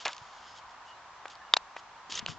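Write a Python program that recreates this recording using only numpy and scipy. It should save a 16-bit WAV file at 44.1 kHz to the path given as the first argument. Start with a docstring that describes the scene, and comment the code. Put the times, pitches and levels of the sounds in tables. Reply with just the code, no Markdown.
"""Outdoors, with no walls to echo, far traffic hums and a few faint birds whistle.
Close to the microphone, sheets of paper flap, tick and slide under the fingers (buckling and
stick-slip friction), and handling bumps the casing. A mini stapler is pressed once through the stack:
a sharp snap as the staple pierces, then a smaller one as it folds. Each snap excites the damped
modes of the frame and of the stack, and tears paper fibres."""
import sys
import numpy as np
from scipy import signal
from scipy.fft import rfft, irfft, next_fast_len
from scipy.io import wavfile
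from scipy.ndimage import uniform_filter1d

SR = 44100
rng = np.random.default_rng(int(sys.argv[2]) if len(sys.argv) > 2 else 0)


def unload_wav(signal):
    """Save mono or channel-first audio to the path in sys.argv[1] as 16-bit WAV at rate SR, clipped to [-1, 1]."""
    wavfile.write(
        sys.argv[1],
        SR,
        np.round(np.clip(np.atleast_2d(signal).T, -1, 1) * 32767).astype(np.int16),
    )


N = 105354
T = np.arange(N) / SR
HIT_T = T[:4096]  # time axis of one impact

# spectrum of far traffic: f/Hz, level/dB
TRAFFIC_SPECTRUM = [(15, -58), (25, -20.5), (55, -16), (262, -22), (343, -21.5), (417, -19), (471, -20),
                    (532, -16), (632, -13), (697, -8.5), (1010, -2.5), (2370, -19), (6000, -28.5),
                    (7480, -34), (8660, -53), (11300, -73), (19100, -120)]
# its stereo width: f/Hz, side minus mid level/dB
TRAFFIC_WIDTH = [(60, -14), (180, -12.5), (350, -3.5), (950, -14.5), (1600, -8.5), (2800, -3.5),
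                 (6000, 0.5)]
# bird whistles: t/s, duration/s, level/dB is last, after start f/Hz and end f/Hz
WHISTLES = [(0.463, 0.12, 5080, 5080, -61), (0.861, 0.1, 2920, 2850, -57), (0.898, .09, 4120, 3960, -68.5),
            (1.359, 0.14, 1772, 1676, -56), (1.434, 0.084, 2920, 2880, -62.5)]
# fingers shifting on the casing: t/s, duration/s, level/dB, release t60/s
GRIP_MOVES = [(0, 0.085, -69, .1), (2.1, 0.15, -54, .3), (2.265, 0.026, -46, 0.45)]
# spectrum of their rumble: f/Hz, level/dB
GRIP_SPECTRUM = [(20, -21), (60, -0.5), (130, -1), (280, -4.5), (600, -19), (2000, -75)]
# soft bumps on the microphone: t/s, level/dB, f/Hz, t60/s, left minus right level/dB
CASING_BUMPS = [(0.214, -36.5, 120, 0.034, 0), (2.094, -39.5, 304, 0.025, 20), (2.12, -43, 238, 0.03, 16),
                (2.226, -34, 216, 0.028, 21.5), (2.292, -33, 148.5, 0.044, 24.5), (2.32, -41, 240, .03, 21)]
# sheets sliding on each other: t/s, duration/s, level/dB, release t60/s
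SLIDE_MOVES = [(0, 0.011, -45, 0.18), (.045, 0.031, -49.5, 0.036), (.085, 0.039, -48, .05),
               (.14, 0.36, -57.5, 0.59), (.55, 0.039, -53, 0.053), (.69, 0.018, -61, 0.15),
               (.85, 0.04, -60.5, 0.26), (1.298, 0.0057, -49.5, 0.15), (1.775, 0.026, -54, 0.023),
               (2.097, 0.099, -38, 0.024), (2.276, 0.027, -42.5, 0.16)]
# spectrum of sliding: f/Hz, level/dB
SLIDE_SPECTRUM = [(100, -34.5), (400, -12), (800, -13.5), (1500, -8.5), (2300, -10), (3100, 1.5),
                  (4000, -4.5), (5000, -2.5), (6000, -7.5), (7000, -6.5), (8000, -24), (9000, -34.5)]
# the whole stack flexing: t/s, duration/s, level/dB, release t60/s
FLEX_MOVES = [(.053, 0.033, -34.5, 0.1), (2.125, 0.096, -53, 0.13), (2.282, 0.0082, -50, 0.16)]
# spectrum of flexing: f/Hz, level/dB
FLEX_SPECTRUM = [(40, -43), (120, -14), (300, -13), (680, 0), (1200, 6.5), (2000, 2), (2900, 0.5),
                 (4000, -7.5), (5500, -20), (7500, -49.5), (9000, -54)]
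# sheets tapping and buckling: t/s, level/dB, centre f/Hz, t60/s
SHEET_TAPS = [(0.052, -27.5, 3600, 0.038), (.0556, -29, 2860, 0.016), (.058, -27, 835, 0.02),
              (0.0652, -22, 2000, 0.0079), (0.0803, -24, 2780, 0.007), (0.096, -48, 3000, 0.015),
              (0.1306, -36, 3060, 0.022), (.1457, -47.5, 4030, 0.023), (.165, -40.5, 4000, 0.012),
              (.180, -37.5, 4430, 0.0073), (1.258, -33, 1900, 0.0044), (1.2807, -40, 4320, .0078),
              (1.354, -42, 3260, 0.0078), (1.7645, -36.5, 1600, 0.04), (2.1218, -30, 4170, 0.021),
              (2.175, -32.5, 3200, 0.022), (2.1888, -32, 2800, 0.012), (2.192, -23.5, 4000, 0.0068),
              (2.2624, -19, 2830, 0.0047), (2.2756, -34.5, 3500, 0.0048), (2.2817, -35.5, 1400, 0.02)]
# response shared by all taps: f/Hz, gain/dB
TAP_RESPONSE = [(80, -40.5), (200, -33.5), (400, 3.5), (1000, 2), (4000, 0.5), (7000, 1), (7800, -6.5),
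                (8600, -19.5)]
# fingers and stapler knocking the stack: t/s, level/dB, frequency ratio
STACK_KNOCKS = [(0.0571, -10.5, 0.75), (0.0721, -13, 0.93), (1.2557, -16, 1), (1.765, -18.5, 0.82),
                (2.2622, -18.5, 0.77), (2.284, -22, 0.89)]
# modes of the paper stack, a dead thud: f/Hz, t60/s, level/dB
THUD_MODES = [(801, .01, -19), (933, .0076, -19), (1284, .0018, 0)]
# modes of the stapler's steel and plastic: f/Hz, t60/s, level/dB
FRAME_MODES = [(2193, .0101, -19), (2630, .012, -24), (3431, .0077, -6), (3768, .0079, 0),
               (4429, .0111, -13), (4800, .011, -21), (5954, .018, -30), (6849, .0104, -24),
               (8061, .0068, -33)]
# spectrum of fibres tearing round the staple: f/Hz, level/dB
TEAR_SPECTRUM = [(100, -45), (400, -2), (1000, 1.5), (1700, -26), (2600, 9), (3300, 3.5), (5000, -5.5),
                 (7000, -3), (9000, -22)]
# radiation of a small body, weak in the bass: f/Hz, gain/dB
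SMALL_BODY_RADIATION = [(60, -46), (180, -28), (300, -10), (500, -2), (800, 0), (4200, 0), (5000, 1),
                        (7200, 0), (8000, -6), (9000, -16)]
# the staple piercing, then folding: t/s, thud level/dB, thud frequency ratio, frame frequency ratio,
# contacts as (t/s relative to the thud, ring level/dB)
STAPLE_SNAPS = [(1.53795, 5.2, 1.5, .975, [(-.00106, -12), (0, -1.4), (.00063, -13.4), (.00508, -22)]),
                (1.56820, 1, 1.1, 1.102, [(-.002, -19.5), (0, -13.5), (.00103, -11.7), (.00423, -26)])]


def undb(db):
    """Amplitude ratio from a logarithmic level."""
    return 10 ** (np.asarray(db) / 20)


def unit(x):
    """Normalisation to rms 1."""
    return x / np.sqrt(np.mean(x ** 2))


def decay(t60):
    """Exponential damping: 60 dB down in t60 seconds."""
    return np.exp(-np.log(1000) * HIT_T / t60)


def add(track, start, sound):
    """Superposition of a sound on the track from a start time in seconds."""
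    i = int(round(start * SR))
    track[..., i:i + sound.shape[-1]] += sound[..., :N - i]


def wander(rate_hz):
    """Smoothed Gaussian noise: a random drift of rms 1."""
    hold = int(SR / rate_hz)
    steps = np.repeat(rng.standard_normal(N // hold + 1), hold)
    return unit(uniform_filter1d(steps, hold)[:N])


def colour(x, spectrum):
    """Minimum-phase filtering through (f/Hz, gain/dB) points."""
    size = 2 * next_fast_len(len(x))
    hz, db = np.transpose(spectrum)
    gain = undb(np.interp(np.log(np.fft.rfftfreq(size, 1 / SR) + 1), np.log(hz), db))
    cepstrum = irfft(np.log(gain))
    cepstrum[1:size // 2] *= 2  # folding the cepstrum makes the filter causal
    cepstrum[size // 2 + 1:] = 0
    return irfft(rfft(x, size) * np.exp(rfft(cepstrum)))[:len(x)]


def noise(spectrum, samples=N):
    """Spectral shaping of white noise, at rms 1."""
    return unit(colour(rng.standard_normal(samples), spectrum))


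def ports(x, lag_us):
    """Path difference: sound from one side reaches the right microphone port later."""
    delay = np.exp(-2j * np.pi * np.fft.rfftfreq(N, 1 / SR) * lag_us * 1e-6)
    return np.array([x, irfft(rfft(x) * delay, N)])


def ring(modes, rise_s, pitch=1):
    """Free vibration: a sum of damped modes after a short push."""
    tone = sum(undb(db) * decay(t60) * np.sin(2 * np.pi * hz * pitch * HIT_T) for hz, t60, db in modes)
    return tone * (1 - np.exp(-HIT_T / rise_s))


def swell(moves, build_db, attack_s=0.001):
    """Incoherent addition: hand movements take hold, gather force and die away, summing in power."""
    power = np.zeros(N)
    for start, length, db, t60 in moves:
        attack = np.clip((T - start) / attack_s, 0, 1)
        build = undb(build_db * np.clip((T - start) / length - 1, -1, 0))
        release = np.exp(-np.log(1000) * np.maximum(T - start - length, 0) / t60)
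        power += (undb(db) * attack * build * release) ** 2
    return np.sqrt(power)


def traffic(level_db=-51):
    """Broadband noise of far tyres; lower coherence between channels widens the treble."""
    mid = noise(TRAFFIC_SPECTRUM)
    side = colour(noise(TRAFFIC_SPECTRUM), TRAFFIC_WIDTH)
    return undb(level_db + 0.15 * wander(rate_hz=22)) * np.array([mid + side, mid - side])


def birds():
    """Random modulation of pitch and level blurs thin, distant whistles."""
    out = np.zeros(N)
    for start, length, start_hz, end_hz, db in WHISTLES:
        progress = np.clip((T - start) / length, 0, 1)
        hz = start_hz + (end_hz - start_hz) * progress + 40 * wander(rate_hz=580)
        envelope = undb(db + 4 * wander(rate_hz=170)) * np.sin(np.pi * progress)
        out += envelope * np.sin(2 * np.pi * np.cumsum(hz) / SR)
    return ports(out, lag_us=0)


def handling():
    """Structure-borne sound: rumble and dull bumps cross the casing, mostly to the left port."""
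    rumble = np.array([undb(db) * noise(GRIP_SPECTRUM) for db in (0, -9)])
    out = swell(GRIP_MOVES, build_db=3.5) * rumble
    for start, db, hz, t60, pan_db in CASING_BUMPS:
        gains = undb([db + pan_db / 2, db - pan_db / 2])
        add(out, start, np.outer(gains, ring([(hz, t60, 0)], rise_s=0.0068)))
    return out


def friction(spectrum, grain_db, patchy_db, slips_per_s):
    """Stick-slip: fibres catch and let go in dense, uneven impulses that come in patches."""
    slips = (rng.random(N) < slips_per_s / SR) * rng.standard_normal(N)
    sizes = undb(grain_db * np.minimum(rng.exponential(size=N), 4))
    patches = undb(patchy_db * wander(rate_hz=240))
    return unit(colour(slips * sizes * patches, spectrum))


def paper_rustle():
    """Friction noise: sliding sheets hiss brightly; the bending stack crumples lower down."""
    hiss = friction(SLIDE_SPECTRUM, grain_db=-1.5, patchy_db=-0.5, slips_per_s=11000)
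    crumple = friction(FLEX_SPECTRUM, grain_db=1.5, patchy_db=1.4, slips_per_s=9000)
    slide = swell(SLIDE_MOVES, build_db=5) * hiss
    flex = swell(FLEX_MOVES, build_db=1) * crumple
    return ports(slide, lag_us=1.5) + ports(flex, lag_us=3.7)


def crackle(hz, width_hz, t60, rise_s=0.00017):
    """Buckling: a burst of fibre noise drives the resonance of a patch of the sheet."""
    envelope = decay(t60)
    burst = rng.standard_normal(len(HIT_T)) * envelope * (1 - np.exp(-HIT_T / rise_s))
    peak = signal.iirpeak(hz, hz / width_hz, fs=SR)
    patch = signal.lfilter(*peak, signal.lfilter(*peak, burst))  # twice, for steep skirts
    return unit(patch) * np.sqrt(np.mean(envelope ** 2))


def paper_taps():
    """Damping sets bandwidth: taps ring broad, dead resonances; a catching edge rings a narrow one."""
    out = np.zeros(N)
    for start, db, hz, t60 in SHEET_TAPS:
        add(out, start, undb(db) * crackle(hz, width_hz=1.21 * hz, t60=t60))
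    squeak = undb(-27.5) * crackle(hz=6140, width_hz=790, t60=0.015)
    add(out, start=2.153, sound=squeak)
    return ports(colour(out, TAP_RESPONSE), lag_us=18)


def stack_knocks():
    """Impact excitation: light knocks thud the stack's modes; a looser hold sounds lower."""
    out = np.zeros(N)
    for start, db, pitch in STACK_KNOCKS:
        add(out, start, undb(db) * ring(THUD_MODES, rise_s=0.00014, pitch=pitch))
    return ports(colour(out, SMALL_BODY_RADIATION), lag_us=8)


def stapler(tear_db=-27, tear_db_per_ring_db=0.17):
    """Modal excitation: each snap thuds the stack as rapid contacts ring the frame and tear fibres."""
    out = np.zeros(N)
    for start, thud_db, thud_pitch, frame_pitch, contacts in STAPLE_SNAPS:
        add(out, start, undb(thud_db) * ring(THUD_MODES, rise_s=0.0003, pitch=thud_pitch))
        # the hand damps the frame; the load on the jaw changes its stiffness, and so its pitch
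        frame = ring(FRAME_MODES, rise_s=0.00015, pitch=frame_pitch)
        for offset, ring_db in contacts:
            tear = noise(TEAR_SPECTRUM, len(HIT_T)) * decay(t60=0.014)
            tear_gain = undb(tear_db + tear_db_per_ring_db * ring_db)
            add(out, start + offset, undb(ring_db) * frame + tear_gain * tear)
    return ports(colour(out, SMALL_BODY_RADIATION), lag_us=15.4)


def scene():
    """Free-field superposition: the direct sounds add at the microphone."""
    return stapler() + stack_knocks() + paper_taps() + paper_rustle() + handling() + birds() + traffic()


def record(dry):
    """Band limiting: the recorder's elliptic low-pass cuts the top steeply."""
    cutoff_hz = 8800
    return signal.sosfilt(signal.ellip(8, 0.2, 70, cutoff_hz, fs=SR, output="sos"), dry)


dry = scene()
out = record(dry)
unload_wav(out)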